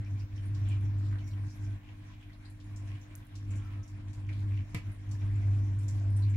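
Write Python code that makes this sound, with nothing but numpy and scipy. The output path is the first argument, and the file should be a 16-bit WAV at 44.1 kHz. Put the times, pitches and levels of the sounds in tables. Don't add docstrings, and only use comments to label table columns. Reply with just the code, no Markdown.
import sys
import numpy as np
from scipy import signal
from scipy.io import wavfile
from scipy.ndimage import uniform_filter1d

SR = 44100
rng = np.random.default_rng(int(sys.argv[2]) if len(sys.argv) > 2 else 0)


def master(y):
    cut = np.clip(np.atleast_2d(y).T, -1, 1)
    pcm = np.round(cut * 32767)
    wavfile.write(sys.argv[1], SR, pcm.astype(np.int16))


N = 280476

# t/s, level/dB
HUM_LEVEL = [(0.0, -30.5), (0.4, -38), (0.66, -29.0), (1.15, -31.5), (1.21, -38), (1.62, -30),
             (1.87, -48.0), (2.59, -50.5), (2.69, -43.5), (2.94, -38.0), (3.01, -43), (3.38, -46),
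             (3.52, -32.0), (4.02, -41), (4.49, -30.5), (4.92, -33.5), (5.09, -35.5), (5.29, -28.5),
             (5.58, -27.0), (5.92, -31.5), (6.19, -26.5), (6.36, -27.5)]
# t at bottom/s, recovery/s, depth in the hum/dB
DIPS = [(0.041, 0.088, 9), (0.275, 0.064, 13), (1.307, 0.018, 10), (1.503, 0.15, 13), (1.798, 0.091, 8),
        (2.214, 0.045, 10), (2.995, 0.24, 9.5), (3.255, 0.08, 11), (3.637, 0.1, 6), (3.845, 0.1, 12.5),
        (4.145, 0.027, 9.5), (4.65, 0.14, 15.5), (4.804, 0.075, 12.5), (4.94, 0.15, 13), (5.187, 0.04, 6.5)]
# mains multiple, level/dB, share of rumble swell, left minus right/dB
BUZZ_LINES = [(1, -56, 0.87, 6), (3, -67, 0.37, 3.5), (4, -60.5, 1, 0.5), (5, -65, 0.54, -2.5),
              (6, -57, 0.64, -2), (7, -82.5, 1.7, -4), (10, -82.5, 0.75, 0.5)]
# f/Hz, level/dB, t60/s
DOOR_MODES = [(128, -31, .11), (168, -28, .08), (240, -43, .05), (301, -46, .07), (463, -49, .15),
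              (700, -45, .045), (1000, -45, .05), (1210, -50, .08), (1690, -50, .1), (1879, -51, .1),
              (1972, -50, .11), (2051, -49, .13), (2283, -45, .14), (2500, -48, .04), (2945, -52, .06),
              (3165, -52, .06), (4450, -45, .016), (4775, -48, .018), (7418, -44, .014), (11300, -44, .009)]
# f/Hz, relative density/dB
RUMBLE_SPECTRUM = [(20, -4), (32, -1.5), (45, -7), (62, -12.5), (85, 8.5), (115, 5), (160, -8), (220, -17),
                   (290, -5), (350, -47), (450, -32)]
GURGLE_SPECTRUM = [(280, -12.5), (400, 2), (520, 3), (650, -10.5), (780, -3), (1000, -21)]
SLOSH_SPECTRUM = [(600, -17), (850, -2.5), (1050, -6.5), (1400, -5.5), (1800, -4), (2600, -13.5)]
SPLASH_SPECTRUM = [(1100, -23.5), (1600, -4), (2200, 3.5), (2700, -2.5), (3500, -2), (4500, -16),
                   (6500, -33.5)]
SPRAY_SPECTRUM = [(2800, -5), (4200, -1), (5600, 4.5), (7200, -1.5), (8300, -9), (9600, 0), (11500, -13.5),
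                  (13500, -14), (16000, -23.5)]
HISS_SPECTRUM = [(1500, 0), (3000, -6.5), (6000, -0.5), (9000, -3.5), (12000, -2), (16000, -3)]
# f/Hz, correlation
CORRELATION = [(50, 1), (150, 0.89), (300, 0.89), (450, -0.64), (700, -0.11), (1400, 0.21), (3000, -0.22),
               (12000, 0.046)]
# t/s, peak/dB, centre f/Hz, relative half-width
SLAPS = [(0.196, -53.5, 5100, 0.095), (0.358, -56, 5500, 0.15), (0.377, -50.5, 2970, 0.12),
         (0.453, -55.5, 9500, 0.069), (0.546, -48, 4760, .34), (0.684, -50.5, 7850, 0.14),
         (0.708, -48, 2630, 0.13), (1.184, -53.5, 2880, 0.11), (1.273, -49.5, 5800, 0.38),
         (1.501, -52.5, 5430, .18), (2.208, -57.5, 3200, .1), (2.226, -53, 2600, 0.13),
         (2.295, -53, 2070, .12), (2.330, -55, 4170, .2), (2.45, -50, 4300, 0.11), (2.498, -57, 8900, 0.28),
         (2.600, -52, 3660, 0.42), (2.760, -47, 6400, 0.26), (2.873, -58, 5880, 0.16),
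         (2.951, -53, 2700, 0.18), (3.012, -56, 6240, 0.11), (3.353, -47.5, 4650, 0.46),
         (3.504, -52, 7200, 0.21), (3.556, -50, 7040, .26), (3.83, -54.5, 5970, 0.12),
         (3.876, -53.5, 6180, 0.3), (4.131, -49, 4750, .73), (4.288, -43.5, 2180, 0.18),
         (4.326, -46, 2900, 0.47), (4.916, -58.5, 9700, 0.099), (5.112, -47.5, 5770, .35),
         (5.354, -59, 7450, 0.1), (5.420, -51.5, 2250, .16), (5.787, -53.5, 8200, .17),
         (5.831, -53.5, 6440, .25), (5.881, -41.5, 6340, 0.29), (6.163, -48.5, 8950, .12),
         (6.222, -48, 4200, 0.096), (6.296, -56, 7300, .15), (6.337, -46, 2120, 0.18)]
# mid t/s, length/s, level/dB, centre f/Hz
SWISHES = [(0.077, .14, -76, 1500), (0.189, 0.12, -70, 3580), (0.709, 0.21, -59.5, 2770),
           (1.057, 0.13, -65.5, 4200), (1.146, 0.13, -58, 1560), (1.483, 0.12, -68, 5300),
           (1.65, 0.13, -71, 5700), (1.893, .14, -65, 2500), (2.13, .12, -66.5, 3000),
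           (2.852, .3, -74, 900), (2.919, .2, -63.5, 2460), (3.122, .08, -67, 2070),
           (3.544, 0.19, -63.5, 2340), (3.657, 0.27, -67, 1170), (3.734, 0.16, -65, 2400),
           (4.39, 0.17, -67.5, 3780), (4.567, 0.21, -60, 2200), (5.357, 0.29, -64.5, 1960),
           (5.477, .4, -69, 670), (6.045, 0.3, -68.5, 624), (6.277, 0.15, -64.5, 2420)]
# t/s, peak/dB, centre f/Hz, relative half-width, t60/s
TICKS = [(3.153, -35, 7800, .2, .003), (3.1575, -37, 12000, .17, .007), (3.251, -56, 13500, .2, .01),
         (3.269, -52, 9500, .4, .004), (5.882, -44, 6600, .35, .004)]
# t/s, length/s, start f/Hz, end f/Hz, level/dB
SQUEAKS = [(1.21, .14, 5700, 5700, -75), (1.2, .16, 2210, 2190, -70), (1.58, .2, 1590, 1520, -73),
           (3.58, .16, 1370, 1300, -65), (3.68, .22, 1270, 1320, -69)]
# f/Hz, bandwidth/Hz, gain of added band/dB
DRUM_MODES = [(656, 91, 6), (995, 34, 1), (1080, 48, 2), (1556, 77, -4.5), (2370, 43, -2.5),
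              (2153, 91, -10), (2940, 5.7, -12), (5610, 130, -2), (6940, 120, 0), (7410, 190, -1.5),
              (9360, 270, -4), (11100, 170, -0.5)]

MAINS_HZ, USUAL_HUM_DB = 49.99, -36
# level at usual hum/dB, share of the hum's swing
RUMBLE_LEVEL, GURGLE_LEVEL = (-48, 0.54), (-70, 0.36)
SLOSH_LEVEL, SPLASH_LEVEL, SPRAY_LEVEL = (-67.5, 0.26), (-69.5, 0.11), (-76, 0.29)


def hum(level_db, flutter_db, wobble_rad):
    phase = 2 * np.pi * 2 * MAINS_HZ * np.arange(N) / SR + wobble_rad * drift(6)
    smooth_db = uniform_filter1d(level_db, SR // 100)
    return np.sqrt(2) * from_db(smooth_db + flutter_db * drift(8.3)) * np.sin(phase)


def motor(hum_db, swing_db, throb_hz, throb_db, right_lag_s):
    swell_db = RUMBLE_LEVEL[1] * (swing_db - np.mean(swing_db))
    out = hum(hum_db, flutter_db=1.0, wobble_rad=0.22)
    out += tone(throb_hz, throb_db + 0.54 * swell_db, flutter_db=0, wobble_rad=0.5)
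    for multiple, level_db, share, pan_db in BUZZ_LINES:
        line = tone(multiple * MAINS_HZ, level_db + share * swell_db, flutter_db=2.3, wobble_rad=0.43)
        out = out + line * from_db([[pan_db / 2], [-pan_db / 2]])
    t = np.arange(N) / SR
    return np.array([out[0], np.interp(t - right_lag_s, t, out[1])])


def tub_rumble(swing_db):
    return follow(RUMBLE_LEVEL, swing_db) * banded_noise(RUMBLE_SPECTRUM, flicker_db=1.85, rate_hz=3.4)


def door_knock(at_s, crack_db, clatter_db, snap_db, spread_s):
    blow = np.zeros(N)
    blow[round(at_s * SR)] = 1
    contact = [(at_s, crack_db, 2200, .22, .14),
               (at_s, clatter_db, 1500, 2.5, .1),
               (at_s, snap_db, 7000, .6, .06)]
    out = bursts(contact, attack_s=0.00038, grit_db=-3, skirt_db=-19)
    for hz, level_db, t60_s in DOOR_MODES:
        mode = from_db(level_db) * ring(blow, hz, t60_s)
        out += [mode, np.roll(mode, round(rng.uniform(-spread_s, spread_s) * SR))]
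    return out


def wash(swing_db):
    gurgle, slosh, splash, spray = (
        follow(level, swing_db) for level in (GURGLE_LEVEL, SLOSH_LEVEL, SPLASH_LEVEL, SPRAY_LEVEL))
    water = gurgle * banded_noise(GURGLE_SPECTRUM, flicker_db=3, rate_hz=14)
    water += slosh * banded_noise(SLOSH_SPECTRUM, flicker_db=2, rate_hz=11)
    water += splash * banded_noise(SPLASH_SPECTRUM, flicker_db=2, rate_hz=30)
    water += spray * banded_noise(SPRAY_SPECTRUM, flicker_db=3.5, rate_hz=9.3)
    water *= from_db(1.53 * drift(10))
    drops = from_db(-4.5) * slosh * droplets(SLOSH_SPECTRUM, per_s=150, range_db=14, t60_cycles=22)
    drops += from_db(-3.5) * splash * droplets(SPLASH_SPECTRUM, per_s=150, range_db=16, t60_cycles=24)
    drops += from_db(-4.5) * spray * droplets(SPRAY_SPECTRUM, per_s=71, range_db=16.5, t60_cycles=24)
    return water, drops


def droplets(spectrum, per_s, range_db, t60_cycles, pitches=20):
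    out, duration_s = np.zeros((2, N)), N / SR
    for hz in np.geomspace(spectrum[1][0], spectrum[-2][0], pitches):
        when, size, left, right, chance = rng.random((400, 5)).T
        born = chance < per_s * duration_s / pitches / len(chance)
        heights = born * from_db(range_db * size ** 2)
        clicks = np.zeros((2, N))
        clicks[:, (when * (N - 1)).astype(int)] = heights * (np.array([left, right]) - .5)
        out += from_db(at_hz(spectrum, hz)) * hz * ring(clicks, hz, t60_cycles / hz)
    return rms_one(out)


def slaps(t60_s):
    return bursts([(*slap, t60_s) for slap in SLAPS], attack_s=0.0007, grit_db=2.5, skirt_db=-18)


def drips(swing_db, per_s, low_hz, high_hz, level_db, spread_db, db_per_octave, half_width, t60_s):
    when, pitch, size, chance = rng.random((150, 4)).T
    at = (when * (N - 1)).astype(int)
    hz = low_hz * (high_hz / low_hz) ** pitch
    peak_db = level_db + .25 * swing_db[at] + spread_db * (2 * size - 1)
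    peak_db += db_per_octave * np.log2(hz / low_hz)
    falls = chance < per_s * N / SR / len(chance)
    rows = [(*row, half_width, t60_s) for row in np.transpose([at / SR, peak_db, hz])[falls]]
    return bursts(rows, attack_s=0.0007, grit_db=2.5, skirt_db=-18)


def swishes(half_width, grit_db, skirt_db):
    out = np.zeros((2, N))
    for mid_s, length_s, level_db, hz in SWISHES:
        size = round(length_s * SR)
        grit = from_db(grit_db * np.repeat(rng.standard_normal(SR), 64)[:size])
        spatter = rng.standard_normal((2, SR))[:, :size] * grit
        core = band(spatter, hz / (1 + half_width), hz * (1 + half_width))
        skirt = from_db(skirt_db) * band(spatter, hz / 2, hz * 2)
        add(out, mid_s - length_s / 2, from_db(level_db) * rms_one(core + skirt) * np.hanning(size))
    return out


def hard_ticks():
    return bursts(TICKS, attack_s=.0001, grit_db=3, skirt_db=-25)


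def squeaks(roughness, waver):
    out = np.zeros((2, N))
    for start_s, length_s, start_hz, end_hz, level_db in SQUEAKS:
        progress = np.clip((np.arange(N) / SR - start_s) / length_s, 0, 1)
        hz = (start_hz + (end_hz - start_hz) * progress) * (1 + waver * drift(57))
        glide = np.sin(2 * np.pi * np.cumsum(hz) / SR) * np.sin(np.pi * progress)
        out += from_db(level_db) * glide * (1 + roughness * np.array([drift(35), drift(40)]))
    return out


def drum(x):
    return x + sum(from_db(gain_db) * signal.lfilter(*signal.iirpeak(hz, hz / width_hz, fs=SR), x)
                   for hz, width_hz, gain_db in DRUM_MODES)


def room(x, t60_s, loops=10):
    out = np.zeros((2, N))
    for side in range(2):
        for k, lag in enumerate((rng.uniform(.004, .03, loops) * SR).astype(int)):
            loop, gain = x[side].copy(), from_db(-60 * lag / SR / t60_s)
            for i in range(lag, N, lag):
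                loop[i:i + lag] += gain * loop[i - lag:i][:N - i]
            out[side] += (loop - x[side]) * (-1) ** k * np.sqrt((1 - gain ** 2) / loops)
        for lag in rng.integers(40, 170, 2):
            taps = np.r_[.6, np.zeros(lag), 1]
            out[side] = signal.lfilter(taps, taps[::-1], out[side])
    return out


def hiss(level_db):
    return from_db(level_db) * banded_noise(HISS_SPECTRUM, flicker_db=4.5, rate_hz=5)


def dips_db(fall_s):
    t, total_db = np.arange(N) / SR, 0
    for bottom_s, recovery_s, depth_db in DIPS:
        fall = np.clip((t - bottom_s) / fall_s + 1, 0, 1)
        recovery = np.clip((t - bottom_s) / recovery_s, 0, 1) ** 2
        total_db += depth_db * fall * (1 - recovery)
    return total_db


def follow(level, swing_db):
    usual_db, share = level
    return from_db(usual_db + share * swing_db)


def tone(hz, level_db, flutter_db, wobble_rad):
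    phase = 2 * np.pi * (hz * np.arange(N) / SR + rng.random()) + wobble_rad * drift(4.7)
    return np.sqrt(2) * from_db(level_db + flutter_db * drift(30)) * np.sin(phase)


def bursts(rows, attack_s, grit_db, skirt_db):
    out, t = np.zeros((2, N)), np.arange(SR // 4) / SR
    for start_s, peak_db, hz, half_width, t60_s in rows:
        grit = from_db(grit_db * np.repeat(rng.standard_normal(len(t)), 32)[:len(t)])
        envelope = (1 - np.exp(-t / attack_s)) * from_db(-60 * t / t60_s)
        spatter = rng.standard_normal((2, len(t))) * grit * envelope
        core = band(spatter, hz / (1 + half_width), hz * (1 + half_width))
        sound = core + from_db(skirt_db) * band(spatter, hz / 2, min(hz * 2, 12000))
        add(out, start_s, from_db(peak_db) * sound / np.abs(sound).max())
    return out


def banded_noise(spectrum, flicker_db, rate_hz):
    bottom_hz, top_hz = spectrum[0][0], spectrum[-1][0]
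    edges_hz = np.geomspace(bottom_hz, top_hz, round(3 * np.log2(top_hz / bottom_hz)) + 1)
    out, white = 0, rng.standard_normal((2, 2, N))
    for k, (low_hz, high_hz) in enumerate(zip(edges_hz, edges_hz[1:])):
        mid, side = band(white[k % 2], low_hz, high_hz)
        hz = np.sqrt(low_hz * high_hz)
        alike = at_hz(CORRELATION, hz)
        gain = from_db(at_hz(spectrum, hz) + flicker_db * drift(rate_hz))
        out += gain * (np.sqrt(1 + alike) * mid + np.sqrt(1 - alike) * side * [[1], [-1]])
    return rms_one(out)


def drift(rate_hz):
    hop, settle = 40, 2000
    pole = np.exp(-2 * np.pi * rate_hz * hop / SR)
    white = rng.standard_normal(N // hop + settle + 2)
    slow = signal.lfilter([1], [1, -2 * pole, pole * pole], white)[settle:]
    return np.interp(np.arange(N) / hop, np.arange(len(slow)), rms_one(slow))


def ring(clicks, hz, t60_s):
    r, w = from_db(-60 / (t60_s * SR)), 2 * np.pi * hz / SR
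    return signal.lfilter([0, np.sin(w)], [1, -2 * r * np.cos(w), r * r], clicks + 1e-18)


def band(x, low_hz, high_hz, order=2):
    sos = signal.butter(order, [low_hz, min(high_hz, .48 * SR)], "band", fs=SR, output="sos")
    return signal.sosfilt(sos, x)


def add(out, start_s, sound):
    at = max(round(start_s * SR), 0)
    out[..., at:at + sound.shape[-1]] += sound[..., :N - at]


def at_hz(table, hz):
    table_hz, values = np.transpose(table)
    return np.interp(np.log(hz), np.log(table_hz), values)


def from_db(db):
    return 10 ** (np.asarray(db) / 20)


def rms_one(x):
    return x / np.sqrt(np.mean(x ** 2) + 1e-20)


def scene():
    hum_db = np.interp(np.arange(N) / SR, *np.transpose(HUM_LEVEL)) - dips_db(fall_s=.031)
    swing_db = hum_db - USUAL_HUM_DB
    cabinet = motor(hum_db, swing_db, throb_hz=38.84, throb_db=-54, right_lag_s=0.00026)
    cabinet += tub_rumble(swing_db)
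    water, drops = wash(swing_db)
    cloth = slaps(t60_s=0.16)
    cloth += drips(swing_db, per_s=7, low_hz=2380, high_hz=9700, level_db=-59, spread_db=9.5,
                   db_per_octave=-4, half_width=0.14, t60_s=0.13)
    cloth += swishes(half_width=0.25, grit_db=4, skirt_db=-13.5)
    cloth += squeaks(roughness=0.64, waver=0.0121)
    ticks = hard_ticks()
    door = door_knock(at_s=4.7463, crack_db=-34.5, clatter_db=-37.5, snap_db=-41, spread_s=0.00031)
    inside = drum(water + from_db(-4.5) * drops + cloth)
    room_send = from_db(-4.5) * inside + drops + from_db(-5.5) * ticks
    room_send += from_db(-0.5) * band(door, 290, 11000, order=1)
    return cabinet + door + inside + ticks + hiss(level_db=-79) + room(room_send, t60_s=0.19)


def record(dry):
    cutoff_hz = 15750
    return signal.sosfilt(signal.ellip(10, .1, 80, cutoff_hz, fs=SR, output="sos"), dry)


dry = scene()
out = record(dry)
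master(out)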